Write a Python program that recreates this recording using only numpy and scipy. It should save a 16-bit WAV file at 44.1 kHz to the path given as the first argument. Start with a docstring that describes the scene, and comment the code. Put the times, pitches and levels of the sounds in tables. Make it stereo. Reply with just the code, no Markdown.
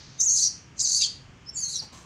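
"""A low distant forest rumble, the dying echo of a cry and a puff of wind; then a baby monkey screams
three times. Its voice is two shrill tones, near 6.5 and 4.4 kHz, that flip between clean whistle
and harsh rasp, with a hoarse overtone band near 10 kHz. Trunks scatter the cries. Wind brushes the
left microphone again before the third scream; feet scuff the bark at the end."""
import sys
import numpy as np
from scipy import signal
from scipy.fft import rfft, irfft
from scipy.io import wavfile
from scipy.ndimage import uniform_filter1d

SR = 44100
rng = np.random.default_rng(int(sys.argv[2]) if len(sys.argv) > 2 else 0)


def bounce(signal):
    """Save signal as a 16-bit WAV file at the path given by the first command-line argument."""
    frames = np.transpose(np.atleast_2d(signal))
    limited = np.clip(frames, -1, 1)
    pcm = np.round(limited * 32767).astype(np.int16)
    wavfile.write(sys.argv[1], SR, pcm)


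N = 90404

# background spectrum and its stereo side filter (frequency [Hz], gain [dB])
FOREST_EQ = [(33, -21), (55, -1), (135, 2), (221, -7), (620, -18.5), (1140, -17), (3140, -20),
             (3740, -28.5), (6700, -27), (11000, -57.5)]
FOREST_SIDE_EQ = [(60, -11.5), (250, -25), (2000, -11.5)]
# wind buffets (centre [s], half width [s], level [dB])
WIND_GUSTS = [(0.109, 0.029, -41.5), (1.238, 0.12, -46.5)]
# echoes: big trunk, woods, earlier cry, stereo side (frequency [Hz], gain [dB])
TRUNK_EQ = [(2500, -8.5), (6500, 3), (9500, 7)]
WOODS_EQ = [(4300, 5), (7000, 0.5), (9000, 8.5), (15000, -26.5)]
DYING_ECHO_EQ = [(3000, -6.5), (4500, 6.5), (6500, 1.5), (12000, -61)]
ECHO_SIDE_EQ = [(3500, -8), (8000, -2)]
# feet on bark (start [s], decay [s], knock pitch [Hz], knock level [dB], scrape level [dB])
FOOT_SCUFFS = [(1.817, 0.019, 827, -45.5, -49), (1.921, 0.11, 1080, -50.5, -50.5)]
# bark scrape spectrum (frequency [Hz], gain [dB])
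BARK_EQ = [(1200, -10.5), (6500, 2), (14000, -32)]
# clean squeaks (start [s], length [s], start pitch [Hz], mid pitch [Hz], end pitch [Hz], level [dB])
SQUEAK_GLIDES = [(1.458, 0.053, 5050, 5340, 5580, -42.5), (1.487, 0.016, 5420, 5410, 5490, -29.5),
                 (1.786, 0.025, 5450, 4607, 3930, -29.5)]
# voice crack ending cry 2, one table per tone (time [s], pitch [Hz], level [dB])
CRACK_TONES = [
    [(1.002, 3950, -39), (1.03, 3700, -30.5), (1.05, 3150, -30.5), (1.063, 3200, -45)],
    [(1.017, 2750, -37.5), (1.034, 2600, -44)],
]
# the two voice tones, one table per cry (time [s], pitch [Hz], roughness [0 = clean], level [dB])
UPPER_TONE = [
    [(.184, 6250, 0.46, -54.5), (.199, 6200, 0, -30), (.204, 6266, .66, -21), (.234, 6520, 0.54, -18.5),
     (.256, 7057, 0.8, -29.5), (.262, 6820, 0, -19), (.286, 5800, 0.02, -22.5), (.294, 6434, 0.59, -20),
     (.35, 6590, 0.58, -21.5), (.42, 6287, 0.75, -25), (.447, 5737, 0.6, -20), (.481, 5608, 0.48, -22)],
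    [(.778, 6400, 0.88, -46), (.792, 6300, 1.23, -43), (.802, 6420, 0.65, -20), (.816, 6500, 0.73, -25),
     (.824, 7750, 0.74, -28), (.838, 7400, 0.8, -32), (.849, 6450, 0.23, -23.5), (.86, 5964, 0.69, -25),
     (.901, 6570, .55, -27), (.96, 6400, 0.86, -28), (1.0, 6380, 0.1, -24.5), (1.016, 6535, 1.19, -28.5),
     (1.068, 6510, 0.63, -34.5)],
    [(1.557, 7390, .4, -36), (1.58, 6710, 0.26, -29.5), (1.602, 6950, 0.41, -32.5),
     (1.617, 6430, 0.19, -33.5), (1.643, 6324, 0.26, -24.5), (1.672, 6475, 0.23, -35.5),
     (1.74, 6660, 1.1, -40.5), (1.762, 5670, 0.36, -29.5), (1.783, 5620, 0.3, -28.5)],
]
LOWER_TONE = [
    [(.194, 3746, 0.08, -34), (.255, 3900, 0.88, -67), (.298, 4500, 0.27, -28.5), (.345, 4400, 0.66, -40),
     (.379, 4636, 0.41, -19), (.394, 4197, 0.28, -24.5), (.445, 4703, 0.62, -22), (.48, 4477, 0.62, -30.5)],
    [(.804, 4490, 0.78, -22), (.832, 5190, 0.58, -30.5), (.848, 4550, 0.12, -21), (.86, 4490, 0.82, -26.5),
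     (.942, 4445, 0.27, -23), (.96, 4586, 0.4, -18), (1.008, 4684, 1.15, -29.5), (1.026, 4685, 0.11, -14.5),
     (1.039, 4446, 0.57, -17.5), (1.052, 4453, 0.28, -16.5), (1.063, 4160, 0, -22)],
    [(1.577, 4520, 0.17, -31), (1.606, 4740, 0.38, -37.5), (1.648, 4260, 0.14, -28.5),
     (1.72, 4412, 0.42, -31), (1.76, 4010, 0.62, -25), (1.785, 3970, 0.4, -36)],
]
# overtone envelope, one table per cry (time [s], level [dB])
OVERTONE_LEVELS = [
    [(.206, -50.5), (.25, -54), (.408, -44), (.48, -60)],
    [(.805, -57), (.845, -59), (.956, -43.5), (1.06, -59)],
    [(1.575, -52), (1.665, -58.5), (1.697, -49.5), (1.795, -54.5)],
]
# overtone band; throat and mouth resonances (frequency [Hz], gain [dB])
OVERTONE_EQ = [(3000, -51), (8300, -6), (9900, 3.5), (12200, -17), (16000, -36)]
THROAT_EQ = [(3000, -17), (3900, -10), (5700, -1), (7400, -0.5), (8400, -9)]

UPPER_SPREAD_HZ, LOWER_SPREAD_HZ, RASP_SPREAD_HZ = 420, 172, 1300
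FLIP_DEPTH, FLIP_HZ = 0.27, 37.8  # random flips between whistle and rasp
JITTER_DEPTH, JITTER_HZ = 0.045, 77.8
GROWL_HZ, GROWL_DEPTH, GROWL_SCATTER = 477.5, 0.51, 0.22  # irregular beating
FLUTTER_DB, FLUTTER_HZ = 3.87, 109
TIME_S = np.arange(N) / SR


def undb(db):
    """Decibels to gain."""
    return 10 ** (np.asarray(db) / 20)


def unit(x):
    """Scale to rms 1."""
    return x / np.sqrt(np.mean(np.abs(x) ** 2) + 1e-20)


def curve(rows, column=1):
    """Table column, linear in time between rows."""
    rows = np.array(rows, float)
    return np.interp(TIME_S, rows[:, 0], rows[:, column])


def envelope(rows, column=1, attack_s=0.0073, release_s=0.0068):
    """Gain from a dB column; attack before the first row, release after the last."""
    before_s = np.maximum(rows[0][0] - TIME_S, 0)
    after_s = np.maximum(TIME_S - rows[-1][0], 0)
    return undb(curve(rows, column)) * np.exp(-before_s / attack_s - after_s / release_s)


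def colour(x, eq):
    """Filter by (frequency [Hz], gain [dB]) points."""
    hz, db = np.array(eq, float).T
    bins_hz = np.maximum(np.fft.rfftfreq(N, 1 / SR), 1)
    return irfft(rfft(x) * undb(np.interp(np.log(bins_hz), np.log(hz), db)), N)


def noise(eq):
    """Coloured noise, rms 1."""
    return unit(colour(rng.standard_normal(N), eq))


def wobble(spread_hz):
    """Complex random motion, bell-shaped spectrum, rms 1."""
    bins_hz = np.fft.fftfreq(N, 1 / SR)
    white = rng.standard_normal(N) + 1j * rng.standard_normal(N)
    return unit(np.fft.ifft(np.exp(-(bins_hz / spread_hz / 2) ** 2) * white))


def forest(level_db=-51):
    """Distant rumble and soft air, mostly alike in both ears."""
    side = colour(noise(FOREST_EQ), FOREST_SIDE_EQ)
    return undb(level_db) * (noise(FOREST_EQ) + np.array([side, -side]))


def wind():
    """Soft low buffets on the left microphone only."""
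    swell = sum(undb(db) * np.exp(-((TIME_S - centre_s) / half_s) ** 2)
                for centre_s, half_s, db in WIND_GUSTS)
    buffets = swell * noise([(120, 0), (600, -36), (SR / 2, -90)])
    return np.array([buffets, np.zeros(N)])


def echo_tail(t60_s, delay_s=0):
    """Dense decaying reflections, energy 1."""
    reflections = rng.standard_normal(N) * undb(-60 * TIME_S / t60_s) * (TIME_S > delay_s)
    return unit(reflections) / np.sqrt(N)


def trees(x, trunk_db=-6.5, woods_db=-12, dying_db=-49.5, fade_db_per_s=36):
    """Echoes of x off a big trunk and the woods, plus the dying echo of an earlier cry."""
    woods = undb(woods_db) * colour(echo_tail(t60_s=0.35, delay_s=0.0008), WOODS_EQ)
    trunk = undb(trunk_db) * colour(echo_tail(t60_s=0.053), TRUNK_EQ)
    dying_echo = noise(DYING_ECHO_EQ) * undb(dying_db - fade_db_per_s * TIME_S)
    return signal.fftconvolve(x, (trunk + woods)[:N // 2])[:N] + dying_echo


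def scuffs(attack_s=0.011, grain_db=3, grain_hz=170):
    """Each foot lands with a dull knock and drags grainily over bark."""
    out = 0
    for start_s, decay_s, hz, knock_db, scrape_db in FOOT_SCUFFS:
        rise = np.clip((TIME_S - start_s) / attack_s, 0, 1)
        fall = np.exp(-np.maximum(TIME_S - start_s - attack_s, 0) / decay_s)
        knock = noise([(hz / 8, -10), (hz * 0.84, -14), (hz, 0), (hz * 1.11, -14), (hz * 8, -45)])
        scrape = unit(noise(BARK_EQ) * undb(grain_db * wobble(grain_hz).real))
        out += rise * fall * (undb(knock_db) * knock + undb(scrape_db) * scrape)
    return out


def tone(hz, rough, spread_hz=LOWER_SPREAD_HZ, waver=1):
    """Complex voice oscillation; roughness adds pitch jitter, beating and chaos at bounded strength."""
    rough = np.clip(rough * (1 + FLIP_DEPTH * wobble(FLIP_HZ).real), 0, 1)
    pitch_hz = hz * (1 + waver * JITTER_DEPTH * rough * wobble(JITTER_HZ).real)
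    phase = 2 * np.pi * np.cumsum(pitch_hz) / SR
    beat_hz = GROWL_HZ * (1 + GROWL_SCATTER * wobble(JITTER_HZ).real)
    beat = np.cos(2 * np.pi * np.cumsum(beat_hz) / SR)
    swing = 1 - rough + rough * wobble(spread_hz)
    swing /= np.hypot(np.abs(swing), 0.5)  # soft saturation
    swing *= 1 + GROWL_DEPTH * rough * beat
    swing /= np.sqrt(uniform_filter1d(np.abs(swing) ** 2, size=220) + 1e-9)  # level over 5 ms
    return np.sqrt(2) * swing * np.exp(1j * phase)


def squeak(start_s, length_s, start_hz, mid_hz, end_hz, level_db, octave_db=-41):
    """Nearly pure glide with a faint octave."""
    progress = np.clip((TIME_S - start_s) / length_s, 0, 1)
    pitch_hz = curve([(start_s, start_hz), (start_s + length_s / 2, mid_hz), (start_s + length_s, end_hz)])
    whistle = tone(pitch_hz, rough=0.2556)
    octave = undb(octave_db) * (whistle ** 2).real
    return undb(level_db) * np.sin(np.pi * progress) * (whistle.real + octave)


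def cry(upper, lower, overtone_levels, rasp_db=-2.5, hiss_db=-26.5, octave_db=-1):
    """Two tones, rasp where they clash, slight hiss, and the lower tone's octave in a band of noise."""
    rough = curve(upper, column=2)
    high_gain, low_gain = envelope(upper, column=3), envelope(lower, column=3)
    high = tone(curve(upper), rough, UPPER_SPREAD_HZ)
    low = tone(curve(lower), curve(lower, column=2), waver=2)
    clash = rough * np.minimum(high_gain, low_gain)
    rasp = undb(rasp_db) * clash * (high * wobble(RASP_SPREAD_HZ)).real
    octave = undb(octave_db) * unit(colour((low ** 2).real, OVERTONE_EQ))
    overtones = envelope(overtone_levels) * unit(octave + noise(OVERTONE_EQ))
    hiss = undb(hiss_db) * rng.standard_normal(N)
    voice = high_gain * (high.real + hiss) + low_gain * low.real + rasp
    flutter = undb(FLUTTER_DB * rough * wobble(FLUTTER_HZ).real)
    return (colour(voice, THROAT_EQ) + overtones) * flutter


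def monkey():
    """Three cries: the second cracks into two lower tones, squeaks frame the third."""
    crack = sum(envelope(rows, column=2) * tone(curve(rows), rough=0.504).real for rows in CRACK_TONES)
    cries = sum(cry(*tables) for tables in zip(UPPER_TONE, LOWER_TONE, OVERTONE_LEVELS))
    squeaks = sum(squeak(*row) for row in SQUEAK_GLIDES)
    return cries + squeaks + crack


def scene():
    """Monkey straight ahead, echo wider in the treble, forest all around, wind left."""
    direct = monkey() + scuffs()
    side = colour(trees(direct), ECHO_SIDE_EQ)
    return direct + trees(direct) + np.array([side, -side]) + forest() + wind()


def record(dry, threshold_db=-22.5, ratio=1.52, average_s=0.018, low_cut_hz=39, high_cut_hz=15600):
    """Compress the loudest screams; cut deep bass and top treble."""
    pole = np.exp(-1 / (average_s * SR))
    rms = np.sqrt(signal.lfilter([1 - pole], [1, -pole], np.mean(dry ** 2, axis=0)))
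    x = dry * np.maximum(rms / undb(threshold_db), 1) ** (1 / ratio - 1)
    x = signal.sosfilt(signal.butter(2, low_cut_hz, "high", fs=SR, output="sos"), x)
    return signal.sosfilt(signal.ellip(10, 0.2, 80, high_cut_hz, fs=SR, output="sos"), x)


dry = scene()
out = record(dry)
bounce(out)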